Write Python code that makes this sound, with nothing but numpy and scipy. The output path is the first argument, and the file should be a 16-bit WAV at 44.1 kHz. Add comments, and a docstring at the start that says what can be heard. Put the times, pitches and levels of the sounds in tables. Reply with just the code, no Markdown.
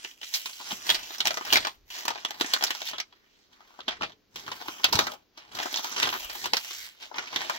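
"""Stiff paper packets crackle as hands unwrap them and lay steel cartridge clips on a table.
Creases snap and clips clatter in short bursts of noise, over a rustle of rubbing and tiny cracks.
Hands and packets thump the pile, and moving sheets puff air at a phone just above them.
The ceiling echoes, a small room adds a short tail, and a faint hush lies under it all.
The phone hears in stereo through two ports, the little holes in front of its microphones."""
import sys
import numpy as np
from scipy import signal
from scipy.fft import rfft, irfft
from scipy.io import wavfile
from scipy.ndimage import uniform_filter1d, map_coordinates

SR = 44100
rng = np.random.default_rng(int(sys.argv[2]) if len(sys.argv) > 2 else 0)


def persist_wave(psi):
    """Save psi, clipped to +-1, as 16-bit WAV."""
    counts = np.round(np.clip(psi, -1, 1) * 32767).astype(np.int16)
    wavfile.write(sys.argv[1], SR, np.atleast_2d(counts).T)


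N = 334278

# The paper's sound has three ranges: body (low), crisp (middle) and air (high).
# Hand moves that rustle the paper: t/s, hold/s, crisp level/dB, body over crisp/dB, air over crisp/dB,
# crackle (0 is a smooth slide, 1 is full crackle)
HAND_MOVES = [(0, 0.099, -48, -17, 0, 0.5), (0.242, 0.0042, -38, -39, -4, 0.8),
              (0.27, 0.5, -44, -41, -2, 0), (0.353, 0.0049, -31, -24, 2.5, 0.24),
              (0.47, 0.0074, -46.5, -16, 8, 0.8), (0.6, 0.023, -41, -21, -15, 0.4),
              (0.662, 0.092, -37.5, -17, -11, 0.5), (0.785, 0.044, -43, -16, -6, 0.5),
              (0.872, 0.074, -33, -16, -1.5, 0.9), (0.95, 0.55, -44.5, -8, -4, 0.8),
              (1.47, 0.055, -34, -10, -25, 0.7), (1.539, 0.015, -26.5, -7.5, -4, 0.9),
              (1.61, 0.067, -40, -14, -7, 0.56), (1.926, 0.081, -38.5, -18, -6.5, 0),
              (1.96, 0.47, -46.5, -7, -17, 0.9), (2.41, 0.36, -39.5, -11.5, -6, 1),
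              (2.78, 0.22, -47.5, -12.5, -24, 0.7), (2.858, 0.031, -38.5, -32, -7.5, 0.7),
              (3.06, 0.4, -64.5, -15, -20, 0.33), (3.521, 0.27, -61.5, 0, -12, 0.16),
              (3.8, 0.2, -59, -15, -22, 0.9), (3.905, 0.022, -38.5, -13, -48, 0.8),
              (4.035, 0.016, -41, -3, -26, 0.75), (4.372, 0.51, -47, -8, -3.5, 0.37),
              (4.68, 0.05, -47, -14, -3, 0.8), (4.86, 0.076, -43, -18, -12.5, 1),
              (5.001, 0.016, -30.5, -1, -10, 1), (5.06, 0.055, -48, 11, -9, 0.83),
              (5.385, 0.023, -51.5, -1.5, -20, 0.14), (5.43, 0.12, -56, -2, -17, 0.6),
              (5.566, 0.38, -40.5, -7.5, -6, 1), (5.991, 0.071, -30, -5.5, -10, 0.65),
              (6.08, 0.17, -39, -16, -0.5, 0.4), (6.3, 0.16, -39, -14, -1.5, 0.7),
              (6.49, 0.04, -52, -15, -3, 0.3), (6.55, 0.063, -40, -19, 0.5, 0.5),
              (6.638, 0.22, -40, -23, 0.5, 0), (6.9, 0.082, -61, -17, -28, 0.8),
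              (7.026, 0.0074, -39.5, -17, -6.5, 0.24), (7.171, 0.024, -37, 0.5, -18, 0.5),
              (7.22, 0.13, -43, -13, -21, 0.3), (7.359, 0.2, -36.5, -7.5, -13, 0.47)]
# Creases snapping and clips clattering: peak t/s, crisp level/dB, body over crisp/dB,
# air over crisp/dB, own pitch f/Hz, basic time to fade by 60 dB/s
SNAPS_AND_CLATTERS = [(0.0478, -25, -15.5, -27, 2600, 0.024), (0.2154, -31, -20, -22, 3270, 0.03),
                      (0.2316, -26.5, -20.5, -33.5, 3390, 0.025), (0.3425, -18.5, -44.5, -15, 4650, 0.089),
                      (0.4592, -22.5, -17, -14, 4000, 0.03), (0.493, -40, -2, -18, 3620, 0.033),
                      (0.532, -35.5, -40, -21, 4260, 0.036), (0.6027, -36.5, 0.5, -48, 840, 0.072),
                      (0.7087, -25, -10.5, -22, 3150, 0.077), (0.8664, -39, -20, 1, 4410, 0.03),
                      (0.8928, -13, -16, -20, 3200, 0.028), (0.9023, -8.5, -25, -17.5, 3280, 0.023),
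                      (0.948, -17.5, -25, -29, 4940, 0.063), (1.1062, -26.5, -4.5, -33, 3580, 0.023),
                      (1.1377, -30, -24, -15, 3300, 0.03), (1.1835, -31, -10, -8, 5510, 0.02),
                      (1.2048, -10, -23.5, -27, 3630, 0.023), (1.256, -12.5, -21, -24.5, 845, 0.052),
                      (1.272, -10.5, -18.5, -11.5, 3420, 0.036), (1.3068, -15.5, -18.5, -28, 560, 0.03),
                      (1.3423, -20.5, -8, -23.5, 5300, 0.014), (1.3733, -21.5, -11, -25, 1280, 0.043),
                      (1.4115, -21.5, -3.5, -28.5, 1090, 0.013), (1.4633, -29, -11.5, -23.5, 1360, 0.034),
                      (1.5037, -21, -26, -29, 3280, 0.025), (1.5269, -7.5, -20.5, -20, 3420, 0.036),
                      (1.5338, -6.5, -20.5, -16.5, 4870, 0.019), (1.5575, -8, -17, -25, 2250, 0.037),
                      (1.5713, -8, -15.5, -22.5, 3990, 0.023), (1.6497, -15, -11, -34, 1766, 0.031),
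                      (1.6713, -17, -13.5, -24, 1060, 0.032), (1.905, -32.5, -26, -16, 2980, 0.063),
                      (2.0537, -23, -13.5, -13, 970, 0.037), (2.0811, -9, -18, -21, 920, 0.024),
                      (2.105, -20.5, -14, -27, 870, 0.047), (2.1568, -23.5, -7.5, -51, 910, 0.022),
                      (2.2501, -11, -15, -27, 3230, 0.011), (2.3077, -21.5, -10.5, -17, 980, 0.02),
                      (2.401, -23, -19, -32, 786, 0.035), (2.4112, -12, -8.5, -23.5, 3380, 0.026),
                      (2.4458, -21, -16.5, -45, 1830, 0.034), (2.5365, -8, -21, -14.5, 3960, 0.023),
                      (2.5644, -26.5, -3, -23, 1318, 0.024), (2.6108, -23, -5.5, -32.5, 4670, 0.02),
                      (2.6252, -13, -13.5, -25, 830, 0.02), (2.6388, -12, -11.5, -9, 5650, 0.032),
                      (2.669, -21.5, -19, -20, 4180, 0.064), (2.7067, -15.5, -20, -21, 2880, 0.033),
                      (2.7506, -21, -15, -21, 877, 0.018), (2.818, -17, -21.5, -28, 1180, 0.016),
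                      (2.8696, -22, -53, -17, 3600, 0.043), (2.885, -25, -30, -12, 4590, 0.03),
                      (2.9104, -31, -10, -26, 4260, 0.03), (2.9342, -25.5, -6.5, -46.5, 3200, 0.039),
                      (2.9504, -29.5, -12, -36, 3180, 0.027), (2.9834, -23, -21, -30.5, 3540, 0.028),
                      (3.0013, -12, -36, -32.5, 5060, 0.025), (3.1264, -41.5, -18, -46, 1012, 0.03),
                      (3.531, -48.5, -33, -25, 3570, 0.052), (3.6064, -47.5, 4, -29, 1420, 0.027),
                      (3.7915, -39.5, 8.5, -30, 1310, 0.027), (3.8056, -27, -11, -42, 3400, 0.014),
                      (3.8824, -15.5, -11, -41.5, 3250, 0.049), (4.0124, -28.5, 1.5, -42, 1340, 0.053),
                      (4.0218, -23, -19, -40, 2980, 0.04), (4.0325, -17.5, -14, -47, 2810, 0.045),
                      (4.121, -43, -27, -37, 3480, 0.042), (4.36, -27, -25, -16, 3520, 0.041),
                      (4.383, -35, -13, -29, 3450, 0.03), (4.4653, -35, -14, -22, 3040, 0.03),
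                      (4.4804, -30.5, -7, -36, 1220, 0.03), (4.5046, -30, -9.5, -32, 3440, 0.022),
                      (4.5173, -19, -16, -32, 980, 0.033), (4.6134, -35, -2, -28, 721, 0.075),
                      (4.656, -36.5, 0, -15, 845, 0.038), (4.6846, -25, -6.5, -33.5, 890, 0.023),
                      (4.7985, -33.5, -4, -34, 894, 0.03), (4.8354, -23, -31, -49.5, 905, 0.051),
                      (4.8434, -3.5, -20, -24, 3970, 0.037), (4.8874, -28.5, -3, -23.5, 1110, 0.025),
                      (4.9292, -14, -8.5, -13.5, 4800, 0.09), (4.9553, -17, -22, -16.5, 4070, 0.034),
                      (4.9911, -6.5, -9, -21, 3780, 0.02), (5.069, -20, -9.5, -25.5, 1445, 0.045),
                      (5.118, -33.5, -14, -6, 3630, 0.025), (5.1367, -36.5, -2, -8.5, 633, 0.04),
                      (5.377, -37, -14.5, -25, 4940, 0.062), (5.5505, -28, -11, -16, 4300, 0.035),
                      (5.5888, -20, -13, -23, 4110, 0.03), (5.6001, -17.5, -16, -41, 895, 0.023),
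                      (5.657, -32.5, 15.5, -24, 1370, 0.034), (5.7426, -14, -15, -22.5, 3950, 0.015),
                      (5.7713, -18, -32, -21.5, 3830, 0.03), (5.7932, -23, -11.5, -25, 1020, 0.034),
                      (5.8445, -22, -16.5, -16.5, 939, 0.046), (5.9643, -24, -6, -22, 2920, 0.03),
                      (6.0008, -12, -29, -24, 3800, 0.01), (6.0292, -10.5, -18, -26, 3470, 0.052),
                      (6.0544, -17, -26, -43, 3110, 0.047), (6.072, -20.5, -10, -29, 1350, 0.041),
                      (6.091, -19.5, -20, -29, 3170, 0.035), (6.1293, -20, -18, -42, 982, 0.064),
                      (6.1507, -28, -1, -28, 1517, 0.077), (6.3, -28.5, -14, -22, 4510, 0.049),
                      (6.353, -31.5, -8, -18, 890, 0.048), (6.4437, -23.5, -16, -29, 3130, 0.087),
                      (6.4584, -23.5, -9, -11, 3460, 0.04), (6.5351, -4.5, -16.5, -27, 1080, 0.019),
                      (6.5697, -14, -23, -17, 4860, 0.026), (6.7096, -31, -21, -26, 4000, 0.037),
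                      (6.8747, -50, 2.5, -21, 4910, 0.03), (7.115, -45, 19, -38, 860, 0.034),
                      (7.1437, -23.5, -17, -63, 855, 0.03), (7.1593, -32.5, -11.5, -30, 1070, 0.033),
                      (7.1836, -15.5, -16.5, -39, 2130, 0.033), (7.273, -31, -27, -30, 2640, 0.039),
                      (7.3301, -26.5, -1, -34, 2690, 0.032), (7.3611, -11, -16, -27.5, 3550, 0.023),
                      (7.4077, -16, -22, -51, 800, 0.03), (7.4981, -12.5, -7.5, -29, 1370, 0.019),
                      (7.559, -35, -1.5, -24, 3180, 0.028)]
# How the two ports colour the sound: f/Hz, left level/dB, right level/dB, left phase lead/rad
PORT_RESPONSE = [(150, 0.5, -7, 0.2), (356, -7.5, -5, 0.17), (463, -7, -3.5, 2.27), (519, 1, -6, 2.55),
                 (840, 5, -6.5, 0.99), (970, 3.5, 1, 1.9), (1454, 3, 1.5, 1.95), (1800, -5, -2.5, 5.7),
                 (2180, -1, -0.5, 2.45), (3180, -2, 0.5, 5.47), (5880, -8, -3, 10.24),
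                 (7530, -13.5, -15.5, 11), (9000, -25.5, -39.5, 13), (12750, -19.5, -19, 20)]
# Tone colour of the background hush: f/Hz, level/dB
HUSH_SPECTRUM = [(15, -50), (25, 4.5), (169, -8), (260, 3), (469, -2), (782, -9.5), (1710, -11),
                 (4620, -10.5), (6550, -16), (7700, -34.5), (8580, -51), (13200, -21), (15500, -21)]
# Hands and packets pushing the pile: t/s, level/dB
PILE_PUSHES = [(0.733, -55.5), (0.915, -53), (1.267, -53), (1.551, -44.5), (2.09, -61), (2.415, -59),
               (2.937, -64), (3.891, -60), (4.03, -51), (4.362, -58), (4.475, -52), (4.69, -60),
               (4.952, -35), (5.557, -51), (6.05, -45), (6.46, -53), (7.19, -62), (7.365, -52)]
# Tone colour of those pushes: f/Hz, level/dB
PUSH_SPECTRUM = [(24, -29.5), (40, -5.5), (92, -1.5), (172, -1), (263, -2.5), (450, 0), (580, -48),
                 (990, -120)]
# Packets knocking on the pile: t/s, level/dB, f/Hz
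PACKET_KNOCKS = [(0.727, -36, 221), (1.259, -54, 130), (1.531, -27.5, 330), (2.410, -28, 297),
                 (2.444, -35, 293), (4.020, -39.5, 199), (4.686, -35.5, 317), (4.947, -30.5, 95.7),
                 (6.028, -35, 300)]
# Air pushed at the ports by moving sheets: middle t/s, level/dB
AIR_PUFFS = [(.98, -62), (1.579, -57), (1.849, -61), (3.99, -61.5), (6.27, -60), (6.8, -71)]

BAND_EDGES_HZ = 220 * 2 ** (np.arange(23) / 3.55)  # the paper's sound is built in narrow bands
BAND_CENTRES_HZ = np.sqrt(BAND_EDGES_HZ[:-1] * BAND_EDGES_HZ[1:])
BIN_HZ = np.fft.rfftfreq(N, 1 / SR)  # the frequency of each point (bin) in a spectrum
TOP_HZ = 15700
FADE_60_DB = np.log(1000)  # exp(-FADE_60_DB * t / t60) falls by 60 dB in t60 seconds


def undb(db):
    """Turn decibels into a gain to multiply by."""
    return 10 ** (np.asarray(db) / 20)


def unit(x):
    """Scale a signal to an average power of 1."""
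    return x / np.sqrt(np.mean(x ** 2))


def on_log_hz(hz, values):
    """Join a few points into a curve with a value for every frequency bin."""
    return np.interp(np.log(BIN_HZ + 1), np.log(hz), values)


def coloured(x, spectrum):
    """Give a signal the tone colour in a table of f/Hz, level/dB."""
    return irfft(rfft(x) * undb(on_log_hz(*np.transpose(spectrum))), N)


def wander(per_s):
    """A smooth random curve that heads for a new value per_s times a second."""
    hold = int(SR / per_s)
    steps = np.repeat(rng.standard_normal(N // hold + 1), hold)
    return unit(uniform_filter1d(uniform_filter1d(steps, hold), hold)[:N])


def blend(body_db, crisp_db, air_db, band):
    """Mix the levels of the three ranges into the level of one band."""
    pitch, anchors = np.log(BAND_CENTRES_HZ[band]), np.log([1200, 2100, 4500, 9500])
    body_share = np.interp(pitch, anchors, [0.56, 0.02, 0, 0.0077])
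    air_share = np.interp(pitch, anchors, [0.004, 0.00068, 0.1, 0.68])
    return crisp_db + body_share * (body_db - crisp_db) + air_share * (air_db - crisp_db)


def strokes(at_s, hold_s, db, rise_db_per_s, fall_db_per_s):
    """The total level in dB of hand strokes that each swell, hold and die away."""
    t = np.arange(0, N / SR + .002, .002)[:, None]
    before_s, after_s = np.maximum(at_s - t, 0), np.maximum(t - at_s - hold_s, 0)
    each_db = db - rise_db_per_s * before_s - fall_db_per_s * after_s
    power = np.sum(undb(2 * each_db), axis=1)
    return np.interp(np.arange(N) / SR, t[:, 0], 10 * np.log10(power + 1e-12))


def rustle():
    """Paper rubs while hands move: gives crisp, body and air levels in dB, and the share of crackle."""
    at_s, hold_s, db, body_db, air_db, crackle = np.transpose(HAND_MOVES)
    crackle_db = 10 * np.log10(np.clip(crackle, .01, 1))
    crisp, body, air, cracked = (
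        strokes(at_s, hold_s, db + extra_db, rise_db_per_s=455, fall_db_per_s=269)
        for extra_db in (0, body_db, air_db, crackle_db))
    return crisp, body, air, undb(2 * (cracked - crisp))


def cracks(count=1800, spread_db=6.5, tint_db=7, smooth_rub=0.88, rise_s=.0012, t60_s=.035):
    """Paper gives way in tiny random cracks: yields their power over a smooth rub, band by band."""
    when, chance = rng.random((2 * count)).reshape(count, 2).T
    size_db = -spread_db * np.log(chance + .04)  # many small cracks, few big ones
    tint = uniform_filter1d(rng.standard_normal((count, len(BAND_EDGES_HZ))), size=3)
    rise_and_fade = np.poly([np.exp(-2 * FADE_60_DB / (t60_s * SR)), np.exp(-1 / (rise_s * SR))])
    for band in range(len(BAND_CENTRES_HZ)):
        size = undb(size_db + tint_db * tint[:, band])  # each crack has its own tone colour
        clicks = np.zeros(N)
        np.add.at(clicks, (when * N).astype(int), size ** 2)
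        power = signal.lfilter([1], rise_and_fade, clicks)
        yield smooth_rub + power / np.median(uniform_filter1d(power, size=4000))


def snaps_and_clatters(band, pitch_boost_db=7, pitch_width_octaves=0.18, linger=0.34):
    """A crease snaps or a clip lands: power in one band, boosted and longer near its own pitch."""
    power = np.zeros(N)
    for peak_s, db, body_db, air_db, hz, t60_s in SNAPS_AND_CLATTERS:
        rise_s = 0.061 * t60_s  # slow crunches also swell slowly
        start = int((peak_s - rise_s) * SR)
        t = np.arange(min(int(.25 * SR), N - start)) / SR
        closeness = np.exp(-.5 * (np.log2(BAND_CENTRES_HZ[band] / hz) / pitch_width_octaves) ** 2)
        fade_s = t60_s * (1 + linger * closeness)
        shape = np.minimum(t / rise_s, np.exp(-FADE_60_DB * (t - rise_s) / fade_s))
        gain = undb(db + pitch_boost_db * closeness + blend(body_db, 0, air_db, band))
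        power[start:start + len(t)] += (gain * shape) ** 2
    return power


def paper_and_clips(snap_trim_db=(2, -8, 2), rustle_trim_db=-5, grit_db=3, drift_db=2.5, apart_hz=2500):
    """Rustle, snaps and clatters shape the same noise in all bands, so a crack is one broad click."""
    crisp_db, body_db, air_db, crackle = rustle()
    pickup_db = port_pickup_db()
    grit = unit(undb(grit_db * wander(per_s=1500)))  # fibres give way in sharp, uneven jerks
    noise, other_noise = grit * rng.standard_normal((2, N))
    drift = [wander(per_s=14) for _ in BAND_EDGES_HZ[::2]]  # the rub's colour wanders, in band pairs
    slope_hz = np.r_[150, BAND_CENTRES_HZ]  # each band slopes away to its neighbours' centres
    spectrum = 0
    for band, crack_power in enumerate(cracks()):
        rub_db = blend(body_db, crisp_db, air_db, band) + rustle_trim_db + drift_db * drift[band // 2]
        rustle_power = undb(2 * rub_db) * (1 + crackle * (crack_power - 1))
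        snap_power = snaps_and_clatters(band) * undb(2 * blend(*snap_trim_db, band))
        loudness = np.sqrt(rustle_power + snap_power) / undb(blend(*pickup_db, band))
        # The sheet is wide: short waves from its parts add up differently at each port.
        angle = np.arctan(BAND_EDGES_HZ[band] / apart_hz)
        stereo_noise = np.array([noise, np.cos(angle) * noise + np.sin(angle) * other_noise])
        band_filter = on_log_hz(slope_hz, np.arange(len(slope_hz)) == band + 1)
        spectrum = spectrum + band_filter * rfft(stereo_noise * loudness)
    return irfft(spectrum, N)


def hand_drift(stereo, lag_samples=1.93):
    """The hands wander, so the right port hears them a little earlier or later."""
    left, right = stereo
    read_at = np.arange(N) + lag_samples * wander(per_s=4)
    return np.array([left, map_coordinates(right, [read_at], order=3, mode="nearest")])


def room(stereo, onset_s=0.0005, t60_s=0.1, tail_db=-9, ceiling_s=0.0085, ceiling_db=-11):
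    """Sound bounces back as one ceiling echo and a fading cloud of echoes, different at each port."""
    t = np.arange(int(.4 * SR)) / SR
    echoes = rng.standard_normal((2, len(t))) * np.exp(-FADE_60_DB * t / t60_s)
    echoes *= 1 - np.exp(-t / onset_s)
    echoes = signal.sosfilt(signal.butter(1, (300, 6000), "band", fs=SR, output="sos"), echoes)
    echoes *= undb(tail_db) / np.sqrt(np.sum(echoes ** 2, axis=1, keepdims=True))
    echoes[:, int(ceiling_s * SR)] += undb(ceiling_db)
    return signal.fftconvolve(stereo, echoes, axes=1)[:, :N]


def port_gains():
    """Each port changes the strength and timing of every frequency in its own way."""
    hz, left_db, right_db, lead_rad = np.transpose(PORT_RESPONSE)
    turn = np.exp(.5j * on_log_hz(hz, lead_rad))
    return np.array([undb(on_log_hz(hz, left_db)) * turn, undb(on_log_hz(hz, right_db)) / turn])


def port_pickup_db(splits_hz=(1600, 8500)):
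    """How much of an even noise the ports pick up in the body, crisp and air ranges."""
    power = np.mean(np.abs(port_gains()) ** 2, axis=0)
    ranges = np.searchsorted(splits_hz, BIN_HZ)
    in_use = (BIN_HZ >= BAND_EDGES_HZ[0]) & (BIN_HZ < TOP_HZ)
    return [10 * np.log10(power[in_use & (ranges == i)].sum() / len(power)) for i in range(3)]


def hush(db=-71, shared_gain=0.81):
    """The room and the microphones make a faint steady noise, partly the same on both sides."""
    shared, left, right = (unit(coloured(rng.standard_normal(N), HUSH_SPECTRUM)) for _ in range(3))
    return undb(db) * (shared_gain * shared + np.array([left, right]))


def pile_thumps(floor_db=-81):
    """Each push on the pile swells a faint low rumble into a thump; gives two separate noises."""
    at_s, db = np.transpose(PILE_PUSHES)
    push = undb(strokes(at_s, 0, db, rise_db_per_s=300.5, fall_db_per_s=166)) + undb(floor_db)
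    return push * unit(coloured(rng.standard_normal((2, N)), PUSH_SPECTRUM))


def knocks(rise_s=0.0026, cycles_to_fade=8.4):
    """A packet hits the pile, which gives a short, dull ring at one low pitch."""
    out, t = np.zeros(N), np.arange(SR // 5) / SR
    for at_s, db, hz in PACKET_KNOCKS:
        shape = np.exp(-FADE_60_DB * t * hz / cycles_to_fade) * (1 - np.exp(-t / rise_s))
        ring = np.sin(2 * np.pi * hz * t) * shape
        start = int(at_s * SR)
        out[start:start + len(t)] += undb(db) * ring / np.max(np.abs(ring))
    return out


def air_puffs(band_hz=(22, 60), width_s=0.053):
    """Moving sheets push air at the ports in soft, very deep swells; gives two separate noises."""
    t = np.arange(N) / SR
    deep_filter = signal.butter(2, band_hz, "band", fs=SR, output="sos")
    wind = signal.sosfilt(deep_filter, rng.standard_normal((2, N)))
    swell = sum(undb(db) * np.exp(-.5 * ((t - middle_s) / width_s) ** 2) for middle_s, db in AIR_PUFFS)
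    return swell * unit(wind)


def scene(low_width=0.25, low_left_db=0.5):
    """Paper and clips pass through the room and the ports; the low sounds and the hush are added."""
    direct = hand_drift(paper_and_clips())
    heard = irfft(rfft(direct + room(direct)) * port_gains(), N)
    middle, side = pile_thumps() + air_puffs()
    middle = middle + knocks()
    # Low sounds reach both ports almost alike.
    lows = np.array([undb(low_left_db) * (middle + low_width * side), middle - low_width * side])
    return heard + lows + hush()


def record(dry, ceiling=.9):
    """The phone rounds off the loudest peaks and cuts the highest treble."""
    rounded = ceiling * np.tanh(dry / ceiling)
    return signal.sosfilt(signal.ellip(8, .2, 70, TOP_HZ, fs=SR, output="sos"), rounded)


dry = scene()
out = record(dry)
persist_wave(out)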